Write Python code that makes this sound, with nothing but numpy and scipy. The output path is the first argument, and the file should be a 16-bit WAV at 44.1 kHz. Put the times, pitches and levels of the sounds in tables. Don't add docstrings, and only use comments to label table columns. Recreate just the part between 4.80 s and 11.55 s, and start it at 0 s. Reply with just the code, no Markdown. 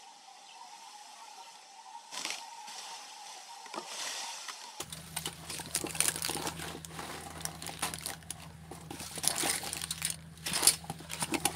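import sys
import numpy as np
from scipy import signal
from scipy.fft import rfft, irfft
from scipy.io import wavfile
from scipy.ndimage import uniform_filter1d

SR = 44100
rng = np.random.default_rng(int(sys.argv[2]) if len(sys.argv) > 2 else 0)


def to_wav(sig):
    pcm = np.clip(np.atleast_2d(sig), -1, 1) * 32767
    pcm = np.round(pcm).astype(np.int16)
    wavfile.write(sys.argv[1], SR, pcm.T)


N = 297675


def undb(db):
    return 10 ** (np.asarray(db) / 20)


def level(x, db):
    return x * undb(db) / np.sqrt(np.mean(x ** 2))


def fade(t60, size):
    return np.exp(-np.log(1000) * np.arange(size) / SR / t60)


def swell(rise_ms, size):
    rise = rise_ms * SR / 1000
    return np.sin(np.pi / 2 * np.minimum(np.arange(size) / rise, 1)) ** 2


def band(x, hz, width_hz):
    return signal.lfilter(*signal.iirpeak(hz, hz / width_hz, fs=SR), x)


def double_band(x, hz, width_hz):
    return band(band(x, hz, width_hz), hz, width_hz)


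def colour(x, points):
    hz, db = np.transpose(points)
    grid = np.maximum(np.arange(len(x) // 2 + 1) * SR / len(x), 1)
    return irfft(rfft(x) * undb(np.interp(np.log(grid), np.log(hz), db)), len(x))


def smooth(x, size):
    return uniform_filter1d(uniform_filter1d(x, size=size), size=size)


def walk(rate):
    k = int(SR / rate)
    held = np.repeat(rng.standard_normal(N // k + 1), k)
    return 0.84 * smooth(held, k)[:N]


def add(out, s, sound, db):
    i = int(s * SR)
    sound = sound[:N - i]
    out[i:i + len(sound)] += sound * undb(db) / np.abs(sound).max()


def ring(modes, gain_db, stretch, rough):
    size = len(rough)
    t = np.arange(size) / SR
    out = np.zeros(size)
    for k, ((hz, db, t60), gain) in enumerate(zip(modes, gain_db)):
        flutter = undb(db + gain + np.roll(rough, 997 * k))
        out += flutter * np.sin(2 * np.pi * hz * t) * fade(t60 * stretch, size=size)
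    return out


def creases(per_s, spread_db, t60):
    sizes = undb(spread_db * np.clip(rng.standard_normal(N), -3, 2.2))
    starts = (rng.random(N) < per_s / SR) * sizes
    soft_power = uniform_filter1d(starts ** 2, size=130)
    power = signal.lfilter([1], [1, -fade(t60 / 2, size=2)[1]], soft_power)
    return np.sqrt(power + 1e-12)


# (t/s, faint film rustle level/dB, box scrape level/dB)
FIDGETING = [(0, -59, -56), (.6, -61, -54.5), (.9, -60, -54.5), (1.1, -58, -56.5), (1.4, -58, -52.5),
             (1.6, -53, -44), (1.75, -62.5, -53), (2.02, -69, -56), (2.55, -70, -53), (3.01, -70.5, -55.5),
             (3.2, -72, -61), (3.41, -70, -61), (3.87, -67.5, -58), (4.09, -67, -60), (4.55, -62, -49.5),
             (4.85, -49, -45.5), (5.1, -56.5, -54.5), (5.37, -72.5, -55), (5.63, -64, -62.5),
             (5.82, -42.5, -39.5), (5.98, -62.5, -59.5), (6.25, -65.5, -55), (6.5, -61, -54),
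             (6.75, -57, -54)]
FIDGET_LOW_DB = 0
# (t/s of its peak, rustle level/dB, t/s to rise 20 dB, t/s to fade 20 dB,
# part under 4 kHz over rustle level/dB, box scrape over rustle level/dB); rises and fades last 0.01 s at least
HAND_MOVES = [(0.002, -38.5, 6, 0.03, 1.5, 0), (0.14, -55, -0.5, 1, -1.5, 0),
              (0.379, -47.5, -0.02, 0.24, -2.5, -13), (0.477, -44.5, 0.03, 0.03, 3, 9.5),
              (0.723, -42.5, 0.08, 0.2, -1.5, -2), (0.97, -39, 0.04, 0, -7, -5),
              (1.09, -57, 0.6, 0.6, -18, 12.5), (1.239, -39, 0.13, 0.13, -5, 0),
              (1.37, -59, -0.1, -0.7, 9, 4), (1.48, -50, 0.07, 0.2, 3.5, 4.5),
              (1.672, -41.5, 0.1, 0.08, -5.5, 0.5), (1.827, -48, 0.12, 0.21, 2.5, 4),
              (2.15, -54, 0.08, 0.7, -0.5, 4), (2.36, -55, 0.5, 0.33, -1.5, 8.5),
              (2.674, -56.5, -0.64, 0.3, -2, 8), (2.87, -56, 0.16, 0.3, 5, 9.5),
              (3.031, -41, 0, 0.0949, 1, 5), (3.085, -57.5, 0.13, 0.22, 6, 14),
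              (3.295, -48, 0.15, 0.1, -4, 2), (3.622, -59.5, 0.18, 0.14, 1, 12),
              (3.926, -57.5, -0.2, 0.24, -6, 5.5), (4.11, -53.5, -0.1, 0.4, 0, 5),
              (4.245, -46.5, 0.14, 0.24, -3.5, -20), (4.38, -47, 0.08, 0.06, 3, 1),
              (4.458, -44, 0.05, 0.23, -1.5, 6.5), (4.606, -31, 0.0042, 0.0239, -2, -12),
              (4.645, -40, 0.0859, 0.08, 4, -2), (4.698, -35.5, 0.0743, 0.05, -3, -8.5),
              (4.76, -43, -0.12, -0.34, -12, -5), (4.979, -45.5, 0, -0.12, -7, -2),
              (5.119, -50, -0.35, 0.15, 4, -20.5), (5.269, -42, 0.05, 0.05, 3.5, -21.5),
              (5.679, -46.5, 0.06, 0.3, 5, 3), (5.754, -35, -0.18, 0.03, -17, -6),
              (5.887, -23.5, -0.0454, 0.02, -9, -26), (6.115, -64.5, 0.03, 0, -8, 12.5),
              (6.198, -61, 0.1, 0.3, 4, 5.5), (6.3, -52, 0, 0.07, 7, 2), (6.341, -48, 0.03, 0.11, 2.5, 7),
              (6.428, -32, 0.0238, -0.07, -9, -1.5), (6.551, -51, 0.17, 0.02, 0, 8.5),
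              (6.67, -52, 0.3, 0.5, -5.5, 8)]


def handling():
    t = np.arange(N) / SR
    s, film_db, box_db = np.transpose(FIDGETING)
    idle_db = [np.interp(t, s, db) for db in (film_db, film_db + FIDGET_LOW_DB, box_db)]
    power = undb(2 * np.array(idle_db))
    for s, db, rise_s, fade_s, low_db, scrape_db in HAND_MOVES:
        away = np.where(t < s, (s - t) / max(rise_s, .01), (t - s) / max(fade_s, .01))
        power = power + undb(2 * (db - 20 * away)) * undb(2 * np.array([[0], [low_db], [scrape_db]]))
    return 10 * np.log10(power)


# (f/Hz, level/dB per Hz)
FILM_SPECTRUM = [(590, 1), (1000, 0), (1220, -8), (1330, -3), (1580, -2), (2020, -3), (2540, -1),
                 (4410, 1.5), (6660, -3), (9300, -2.5), (10800, -6), (15600, -9.5)]
CREASES_PER_S, CREASE_SPREAD_DB, CREASE_T60_S = 250, 6, .014


def rustle(high_db, low_db):
    low, high = 0, 0
    shared = creases(CREASES_PER_S, CREASE_SPREAD_DB, CREASE_T60_S)
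    stir = walk(35)
    glide = undb(np.clip(-.5 * (high_db + 46), -3, 8))
    for hz in 1100 * 2 ** np.arange(0, 4, .2):
        own = creases(40, 6, .04)
        grain = level(shared, -2) + level(own, 0) + glide
        patch = double_band(rng.standard_normal(N) * grain, hz, hz / 5)
        patch = patch * undb(1.66 * stir + 2.7 * walk(12))
        if hz < 4000:
            low = low + patch
        else:
            high = high + patch
    even = 1 / np.sqrt(1.6 + glide ** 2)
    low = level(colour(low * even, FILM_SPECTRUM), 0)
    high = level(colour(high * even, FILM_SPECTRUM), 0)
    return low * undb(low_db) + high * undb(high_db)


# (t/s, peak level/dB, ring f/Hz, low part over high part level/dB,
# rise t/ms before a common 0.5 ms is added, fall t60/s, 0.003 s at least)
CREASE_SNAPS = [(.122, -29.5, 3630, -6.5, 6.1, 0.057), (.098, -37.5, 9500, -13.5, 1.8, .02),
                (.165, -35, 4620, 2, 5.1, 0.068), (.362, -26, 12800, 0, 5.4, 0.027),
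                (.366, -21, 8450, 4, 6.3, 0.026), (.4542, -20, 3030, -1, 3.6, 0.032),
                (.527, -34.5, 8900, 3, 1, 0.029), (.695, -27.5, 5000, -1, 7.6, 0.032),
                (.7105, -37, 11500, 4, 0.75, 0.0069), (.744, -30, 9500, 7, 1.2, 0.017),
                (.7851, -23.5, 6360, -4, 0.55, .011), (.8072, -26, 1630, 0, 0.49, 0.01),
                (.858, -31.5, 3800, 11, 0.88, 0.017), (.9088, -33.5, 3920, 9, 1.1, 0.008),
                (.9498, -16.5, 10500, -36, 1.4, 0.008), (.9603, -13, 6600, -1.5, 0.57, 0.012),
                (.9675, -35, 8000, -28, 0.61, 0.0092), (.9738, -21.5, 9600, -24, 0.86, .015),
                (.987, -27.5, 4500, 2, .6, 0.0094), (1.0107, -25.5, 7750, -9, 0.98, 0.015),
                (1.063, -28.5, 2580, 7, 4.7, 0.024), (1.09, -31.5, 2620, -3, 8.1, .03),
                (1.107, -25, 7060, -8, 0.44, 0.0057), (1.148, -26, 2650, 1, 3.2, 0.026),
                (1.1644, -27, 3370, -4, 1.7, 0.013), (1.2035, -11, 9400, -3, 1.1, 0.013),
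                (1.2287, -19.5, 2350, -14, 1, 0.0081), (1.2437, -18, 9800, -16, 0.77, .01),
                (1.2542, -16, 7200, -9, 0.35, 0.016), (1.2634, -35, 6500, -12, 0.56, 0.007),
                (1.2805, -13, 9800, -9, 0.53, 0.024), (1.2864, -21.5, 1620, -1, 1.3, 0.022),
                (1.2933, -40, 7940, -1, 4.1, 0.015), (1.3074, -29, 5440, -11, 0.45, 0.005),
                (1.3184, -25, 7500, -13.5, 0.5, .007), (1.3408, -27, 8100, -15, .7, 0.0051),
                (1.3584, -19, 9200, -3, 0.29, 0.015), (1.3767, -26, 9900, -1, 0.57, 0.0081),
                (1.3864, -26, 5500, -4, 0.8, 0.0079), (1.3937, -25, 6250, -10, 0.68, .006),
                (1.4216, -18, 10000, -17, 0.41, 0.011), (1.4295, -25, 9990, -15, 0.54, .007),
                (1.4448, -28, 9000, -12, .5, .005), (1.4476, -16.5, 4720, -3, 0.66, 0.0074),
                (1.462, -18, 4300, -1, 0.69, 0.0044), (1.479, -25, 3470, -14.5, 0.52, 0.0048),
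                (1.485, -20, 6600, -12, 0.68, 0.0082), (1.4934, -21.5, 2850, 5, 3.3, 0.015),
                (1.509, -20, 9700, -7, 0.77, 0.015), (1.533, -26, 5500, 2, .7, 0.025),
                (1.5465, -17, 9400, -25, 0.67, 0.0058), (1.565, -26.5, 8960, 9.5, 0.99, 0.013),
                (1.6217, -29, 3460, 8, 0.89, 0.008), (1.6387, -31, 6500, 7, .8, .015),
                (1.67, -21, 5800, 0, 0.91, 0.02), (1.684, -25.5, 1440, 23, 0.74, 0.028),
                (1.7928, -34.5, 1650, -2, 1.4, 0.034), (1.8203, -27.5, 1540, 1, .6, 0.0075),
                (1.837, -33, 1510, 4.5, 1.2, 0.047), (1.9714, -42, 2080, 2, 1, 0.011),
                (2.0464, -22.5, 6530, -14, 0.65, 0.0073), (2.3294, -37, 3420, 5, 2, 0.025),
                (2.434, -39, 10100, -18, 1.8, 0.056), (2.577, -38, 1560, -1, .4, .015),
                (2.6063, -30, 3500, 20, 0.58, 0.023), (2.6146, -31, 8270, -14, 0.57, 0.0072),
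                (2.6522, -14, 5700, -8, 0.18, 0.011), (2.7137, -40, 2870, -1, 1.7, .025),
                (2.75, -35, 4160, -5, 0.77, 0.021), (2.8212, -27, 4280, -8, 3.2, 0.0083),
                (2.8439, -33, 3200, 5, 1.4, 0.015), (2.865, -21.5, 9500, -11.5, 0.23, 0.0028),
                (2.8772, -23, 4770, 0, 0.51, 0.0078), (2.8938, -32, 2260, 0, 0.78, 0.023),
                (2.9114, -35, 5000, 7.5, .6, 0.0065), (2.9274, -36, 4000, -4, .6, .008),
                (2.936, -33, 4570, 12, 0.88, 0.021), (2.9577, -41, 2860, 8, 0.64, .008),
                (2.9711, -35, 3400, 9, .7, .01), (2.9926, -28.5, 2930, -1, .4, 0.0058),
                (3.012, -30, 3100, -10, 0.6, 0.0089), (3.0233, -25.5, 9800, 8, 0.75, 0.17),
                (3.03, -28, 1010, 0, 6.1, 0.13), (3.0527, -28, 9470, -9, 1.1, 0.012),
                (3.1364, -21.5, 9700, -4, 0.73, 0.015), (3.1556, -30.5, 3130, 10, .5, 0.011),
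                (3.1846, -30, 4860, -17.5, 1.1, 0.0069), (3.2084, -31.5, 2280, 5.5, 0.63, 0.014),
                (3.2238, -30, 1390, -10, 0.77, 0.0079), (3.235, -30.5, 2770, -6, .7, 0.015),
                (3.2592, -16.5, 10100, -29, 0.47, 0.0046), (3.2675, -25, 9900, -17, 0.48, 0.0078),
                (3.2877, -22, 9300, -5, 0.33, 0.0095), (3.3017, -19, 1850, -1, 0.24, 0.0058),
                (3.3347, -27, 1600, 4, 0.65, 0.011), (3.4106, -45, 6000, -10, 0.55, .006),
                (3.4255, -37, 1720, 4, 0.99, 0.012), (3.505, -22.5, 9800, -12, 0.21, 0.018),
                (3.6, -41, 2700, 5, 2, 0.026), (3.6325, -38, 2740, 4, 3, 0.011),
                (3.702, -45, 3750, 8, 1.6, .015), (3.911, -46, 9700, -1, 1.5, 0.061),
                (4.0594, -47.5, 6530, -4, 1.9, .015), (4.105, -35, 2630, 2, 0.65, 0.039),
                (4.2, -28.5, 2630, -1, 0.63, .016), (4.3814, -28, 8700, -18, 0.93, 0.033),
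                (4.4338, -23.5, 5670, -6.5, 0.64, 0.096), (4.4467, -21, 10000, -14, 0.82, 0.053),
                (4.475, -7, 10600, -39, 0.41, 0.0086), (4.5032, -25, 3930, 4, 6.7, 0.036),
                (4.5629, -22.5, 10200, -5.5, 0.75, 0.012), (4.5772, -32, 7000, -15, .4, .004),
                (4.5905, -31, 9400, -16, 1.5, 0.014), (4.5811, -19, 7150, -19, 0.45, 0.03),
                (4.598, -17.5, 8800, -18, 0.62, 0.023), (4.6084, -24, 7450, -15, 0.88, 0.011),
                (4.6224, -21, 3930, -7, 1.5, .02), (4.6603, -22.5, 1960, -1, 1.7, 0.022),
                (4.6704, -24, 2850, -2.5, 1, 0.016), (4.695, -23, 2020, -8, 2.6, 0.051),
                (4.7104, -15, 9200, -14, .3, 0.0026), (4.728, -23.5, 2080, -11, 1.2, 0.23),
                (4.7495, -27.5, 9900, -6, 8.5, 0.092), (4.7794, -27, 1850, 8, 1, .03),
                (4.864, -22, 5700, -7, 0.65, 0.0076), (4.872, -23.5, 4500, 1, 0.71, 0.012),
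                (4.891, -30, 4360, -14, 2, .006), (4.93, -21, 9300, -19, 0.93, 0.0073),
                (4.967, -23, 2450, -4, 0.77, 0.0072), (4.9754, -23.5, 4430, -12, 0.49, 0.0065),
                (4.9934, -29, 5530, -6, .7, .008), (5.0157, -21.5, 3260, -9, 0.56, 0.012),
                (5.0381, -21, 9050, 3, 0.52, 0.017), (5.1045, -21, 4170, -29, 4, 0.057),
                (5.158, -30, 9600, 13, 0.41, 0.0042), (5.177, -31, 6000, 5, 1.2, 0.064),
                (5.2176, -20.5, 2250, 0, 0.16, 0.0092), (5.2258, -20.5, 2270, -7, 0.51, 0.0054),
                (5.248, -19.5, 9200, -31, 1.8, 0.026), (5.3007, -19.5, 8700, -30, 0.65, 0.016),
                (5.3235, -30.5, 2900, 23, 0.76, 0.018), (5.3426, -35.5, 9200, -0.5, 1.5, 0.015),
                (5.39, -40.5, 2220, 11, 0.55, 0.0093), (5.406, -44, 7000, 7, .6, 0.0097),
                (5.424, -42, 2270, 5, 0.67, 0.011), (5.5742, -39, 3900, -17, 0.51, 0.024),
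                (5.655, -24.5, 5340, -0.5, 14, 0.065), (5.7322, -22, 9350, 4, 0.64, 0.074),
                (5.7554, -24, 5200, 6, 2, 0.099), (5.7756, -20, 7800, -1, .5, 0.011),
                (5.7912, -29, 6140, 8, 2.1, 0.016), (5.8256, -26, 10160, -11, .7, 0.024),
                (5.8335, -13.5, 6800, -22, 0.84, 0.0051), (5.8485, -17.5, 9400, -2, .7, 0.037),
                (5.869, -7.5, 11000, -30, 3.4, 0.026), (5.9335, -26, 5330, -1, 1.7, 0.065),
                (6.0978, -27.5, 10400, -2.5, 0.4, 0.037), (6.1174, -38.5, 2500, -8.5, 1.6, 0.014),
                (6.3142, -26.5, 3170, -1.5, 0.57, 0.021), (6.3332, -21, 2470, -7, 1.6, 0.0026),
                (6.39, -32, 9100, 5, 16, 0.11), (6.422, -25.5, 8900, -3.5, 8.8, 0.068),
                (6.4404, -27.5, 2860, 9, 1.7, 0.026), (6.521, -39, 9470, -12, 2.4, .031),
                (6.539, -20.5, 2560, 1, 0.81, 0.024), (6.5495, -22.5, 2160, 6, 0.7, 0.018),
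                (6.6009, -36, 3880, -8, 1.5, .015), (6.651, -13.5, 10270, -3, 5.8, 0.016),
                (6.654, -26, 13500, -12, 1.5, 0.027)]
SNAP_RING_DB, RING_DB_PER_OCTAVE = -5, -1.5


def snaps(rows):
    out = np.zeros(N)
    size = 4096
    for (s, db, hz, low_db, rise_ms, t60), noise in zip(rows, rng.standard_normal((len(rows), size))):
        rise = swell(rise_ms + 0.5, size=size)
        risen = rise >= 1
        fall = np.ones(size)
        fall[risen] = fade(max(t60, .003), size=size)[:np.sum(risen)]
        burst = colour(noise, FILM_SPECTRUM) * rise * fall
        hiss = np.diff(noise * rise * fade(0.004, size=size), prepend=0)
        high = band(burst, 7700, 7900) + undb(-4.5) * hiss
        tick = undb(9 - 4.8 * rise_ms) * np.abs(high).max() / 2 * np.array([1, -1])
        high[np.argmax(risen):][:2] += tick
        low = double_band(burst * swell(1.0, size=size), 2150, 4800)
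        crack = level(high, 0) + level(low, low_db)
        ring_db = SNAP_RING_DB + RING_DB_PER_OCTAVE * np.log2(hz / 4000)
        patch_ring = level(double_band(burst, hz, hz / 5), ring_db)
        add(out, s, level(crack, 0) + patch_ring, db)
    return out


SMALL_SNAPS = 25
SMALL_OVER_RUSTLE_DB, SMALL_RISE_MS, SMALL_T60_S = 18.5, 0.32, 0.052


def small_snaps(rustle_db):
    when, pitch, size = rng.random((SMALL_SNAPS, 3)).T
    at = (when * (N - 1)).astype(int)
    peak_db = np.minimum(rustle_db[at], -45) + SMALL_OVER_RUSTLE_DB + 8 * (size - .5)
    rows = []
    for i, db, p in zip(at, peak_db, pitch):
        rows.append((i / SR, db, 1500 * 7 ** p, 4 - 12 * p, SMALL_RISE_MS, SMALL_T60_S))
    return rows


# (f/Hz, level/dB, t60/s of a usual ring)
BOX_MODES = [(110, -16.5, 0.056), (172, -6, 0.044), (228.3, -5, 0.047), (301.5, -1.5, 0.037),
             (332.7, -1.5, 0.051), (380, -12.5, 0.038), (472.5, -6, 0.03), (598.5, -7, 0.019),
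             (774.6, -0.5, 0.032), (834.4, -2.5, 0.029), (1016, -9, 0.02), (1210, -16.5, 0.017),
             (1690, -22, 0.012), (2150, -23.5, 0.048)]
# (t/s, peak level/dB, f/Hz the struck spot favours, spread around it/octaves,
# contact t/ms, length of the ring, 1 = usual)
BOX_BLOWS = [(0.0,-32.5,330,1.1,2.4,0.77),(0.364,-41,850,0.66,4,1),(0.741,-41,280,1.2,2.6,1),(0.793,-32.5,700,0.9,3.7,1),(0.866,-37,198,0.47,4.6,1.04),
             (0.957,-36,400,1.2,4,1.2),(1.04,-23,315,0.77,2.7,0.86),(1.065,-38.5,958,0.68,3.3,0.93),(1.146,-39,974,0.6,4.5,1.6),(1.227,-34,560,0.55,4.9,1.5),(1.25,-36,262,0.65,8.5,1),
             (1.271,-37,673,0.5,3.4,1.5),(1.287,-35,320,0.66,3.4,0.8),(1.357,-32,550,1.5,1.6,.8),(1.375,-36,450,0.64,2,.6),(1.492,-28,503,1,4.9,1.4),
             (1.552,-31,300,0.77,4.2,0.67),(1.564,-33.5,800,0.68,4,1),(1.595,-32.5,369,0.8,5.4,1.3),(1.665,-34,318,0.5,9,2.7),(1.792,-37,328,1.2,4.6,0.97),
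             (1.946,-32,333,0.86,5,2),(2.198,-41,266,0.74,4.9,1.5),(2.571,-40,353,0.68,3.6,1.5),(2.891,-29.5,643,0.62,3.7,1.05),(3.023,-32,1010,0.75,4,2.2),(3.05,-33,900,.7,9.8,3),
             (3.505,-41,326,1,2.8,0.83),(3.912,-32,300,1.8,3.9,1.35),(4.106,-32.5,350,1.5,2.7,1.1),(4.134,-38.5,200,0.76,4.3,1.5),(4.204,-37,185,0.5,5.4,1.8),
             (4.231,-40,608,0.4,3.3,1.1),(4.311,-42,700,0.68,4,1),(4.376,-29,523,1.3,3.3,1),(4.443,-30,721,0.89,4.6,1.5),(4.494,-30,804,1.1,3.9,1.3),
             (4.633,-25.5,500,1.3,3.5,1.3),(4.654,-25,706,0.76,4.2,1.7),(4.679,-34,762,0.7,4.6,1.4),(4.739,-33,861,0.47,4,2.3),(4.829,-34.5,821,0.7,6.1,1.9),
             (5.277,-43,727,0.94,3.7,1.2),(5.675,-34,250,1.2,2.7,1.05),(5.715,-34,139,.6,5.4,0.91),(5.846,-31,834,0.73,2.3,1),(5.868,-33.5,250,2.3,2.7,0.98),(6.037,-36.5,790,0.56,4.1,2),
             (6.097,-29,900,0.63,1.2,1.4),(6.1,-32,179,.5,3,1.3),(6.2,-38,330,1.1,4.6,1.2),(6.475,-46,371,0.66,3.6,1),(6.52,-26,326,0.89,2.3,2),(6.539,-30,222,0.77,6.5,1.3),(6.547,-19.5,565,1.1,4,1.3),
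             (6.576,-32,450,1,3.5,1.1),(6.653,-21.5,650,1.4,3,1.5),(6.674,-33,740,0.42,5.1,2.2),(6.695,-34,500,1.4,3.7,1.5)]


def box(scrape_db):
    out = np.zeros(N)
    octaves = np.log2(np.array(BOX_MODES)[:, 0] / 330)
    chances = rng.standard_normal((len(BOX_BLOWS), 8192))
    for (s, db, spot_hz, spread, contact_ms, stretch), chance in zip(BOX_BLOWS, chances):
        near_db = -6 * ((octaves - np.log2(spot_hz / 330)) / spread) ** 2
        strayed = [(hz * (1 + 0.038 * c), mode_db, t60) for (hz, mode_db, t60), c in zip(BOX_MODES, chance)]
        rough = level(smooth(chance, 200), 0) * 4.1
        add(out, s, ring(strayed, near_db, stretch, rough) * swell(contact_ms, size=8192), db)
    slips = rng.standard_normal(N) * (level(creases(110, 4.4, 0.028), 0) + undb(1.0))
    scrape = np.zeros(N)
    for k, (hz, db, t60) in enumerate(BOX_MODES):
        gain = undb(db + 1.5 * octaves[k] + 2.63 * walk(12))
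        scrape += (-1) ** k * gain * band(slips, hz, 9 / t60)
    return out + level(scrape, -1.17) * undb(scrape_db)


PART_MODES_HZ = [2070, 2990, 3770, 4416, 4452, 4900, 5155, 5213, 5835, 7580, 8662, 9038, 9417, 9764, 11180,
                 12850, 13090]
# (level/dB, t60/s of a usual ring)
PART_MODE_RING = [(-3, 0.057), (-10, 0.18), (-28, .15), (-5.5, 0.36), (3, 0.17), (2.5, 0.13), (4.5, 0.079),
                  (-5, 0.31), (-16, 0.13), (-8, 0.13), (-3, 0.28), (1.5, 0.18), (-7, 0.28), (-1.5, 0.14),
                  (-3.5, 0.26), (-5, 0.12), (-22, .12)]
# (t/s, peak level/dB, length of the ring, 1 = usual)
PART_CLACKS = [(4.502, -24, 0.21), (4.683, -47.5, 0.56), (4.753, -34, 0.23), (5.25, -41, 0.56),
               (5.27, -34, 0.23), (5.3007, -29, 0.092), (5.344, -35, 0.088), (5.756, -24, 0.42),
               (5.8705, -10, 0.68)]
# (t/s, rattle over rustle level/dB)
BAG_JOSTLE = [(4.4, -36), (4.47, -11), (4.7, -3.5), (5.0, -16), (5.27, -1), (5.4, -22), (5.8, -1),
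              (6.05, -7), (6.75, -10)]


def parts(rustle_db):
    out = np.zeros(N)
    size = 12000
    modes = [(hz, db, t60) for hz, (db, t60) in zip(PART_MODES_HZ, PART_MODE_RING)]
    chances = rng.standard_normal((len(PART_CLACKS), size))
    for (s, db, stretch), chance in zip(PART_CLACKS, chances):
        chatter = level(smooth(chance, 120), 0) * 5.9
        tone = ring(modes, 1.3 * chance[:len(modes)], stretch, chatter) * swell(2.6, size=size)
        rattle = colour(chance, FILM_SPECTRUM) * swell(1.9, size=size) * fade(0.34 * stretch, size=size)
        add(out, s, level(tone, 0) + level(rattle, -5.5), db)
    touches = np.zeros(N)
    for hz, db, t60 in modes:
        moments = rng.standard_normal(N) * creases(29, 1.8, 0.096)
        touches += undb(db) * band(moments, hz, 9 / t60)
    jostle_db = np.interp(np.arange(N) / SR, *np.transpose(BAG_JOSTLE))
    return out + level(touches, 0) * undb(rustle_db + jostle_db)


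ROOM_T60_S, ROOM_DB = 0.094, -12


def room_reply(near):
    size = SR // 2
    tail = signal.lfilter([1], [1, -.2], rng.standard_normal(size)) * fade(ROOM_T60_S, size=size)
    tail = np.concatenate([np.zeros(int(.005 * SR)), tail / np.sqrt(np.sum(tail ** 2))])
    return undb(ROOM_DB) * signal.fftconvolve(near, tail)[:N]


# (f/Hz, rms level/dB around which it wavers)
MOTOR_LINES = [(80.7, -57.5), (161.5, -53.5)]


def motor_hum():
    t = np.arange(N) / SR
    hum = np.zeros(N)
    for hz, db in MOTOR_LINES:
        amplitude = np.sqrt(2) * undb(db + 2.7 * walk(9.3))
        hum += amplitude * np.sin(2 * np.pi * hz * t + 0.57 * walk(11.0))
    return hum


# (f/Hz, relative level/dB per Hz)
HUSH_SPECTRUM = [(20, -36), (45, -13.5), (70, -11), (125, -6), (165, -2.5), (260, -21), (500, -26.5),
                 (1000, -33), (1680, -23.5), (2300, -39), (4500, -53), (7000, -79), (9500, -37),
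                 (15500, -71)]
HUSH_DB = -55.5


def room_hush():
    return level(colour(rng.standard_normal(N), HUSH_SPECTRUM), HUSH_DB)


def scene():
    high_db, low_db, scrape_db = handling()
    film = rustle(high_db, low_db) + snaps(CREASE_SNAPS) + snaps(small_snaps(high_db))
    near = film + box(scrape_db) + parts(high_db)
    return (near + room_reply(near) + motor_hum() + room_hush())[None]


BASS_CUT_HZ, TOP_HZ = 52, 15650
PORT_HZ, PORT_WIDTH_HZ, PORT_DB = 9450, 1300, 0


def record(dry):
    dry = signal.sosfilt(signal.butter(2, BASS_CUT_HZ, "high", fs=SR, output="sos"), dry)
    port = dry + undb(PORT_DB) * band(dry, PORT_HZ, PORT_WIDTH_HZ)
    return signal.sosfilt(signal.ellip(10, .2, 70, TOP_HZ, fs=SR, output="sos"), port)


dry = scene()
out = record(dry)
to_wav(out)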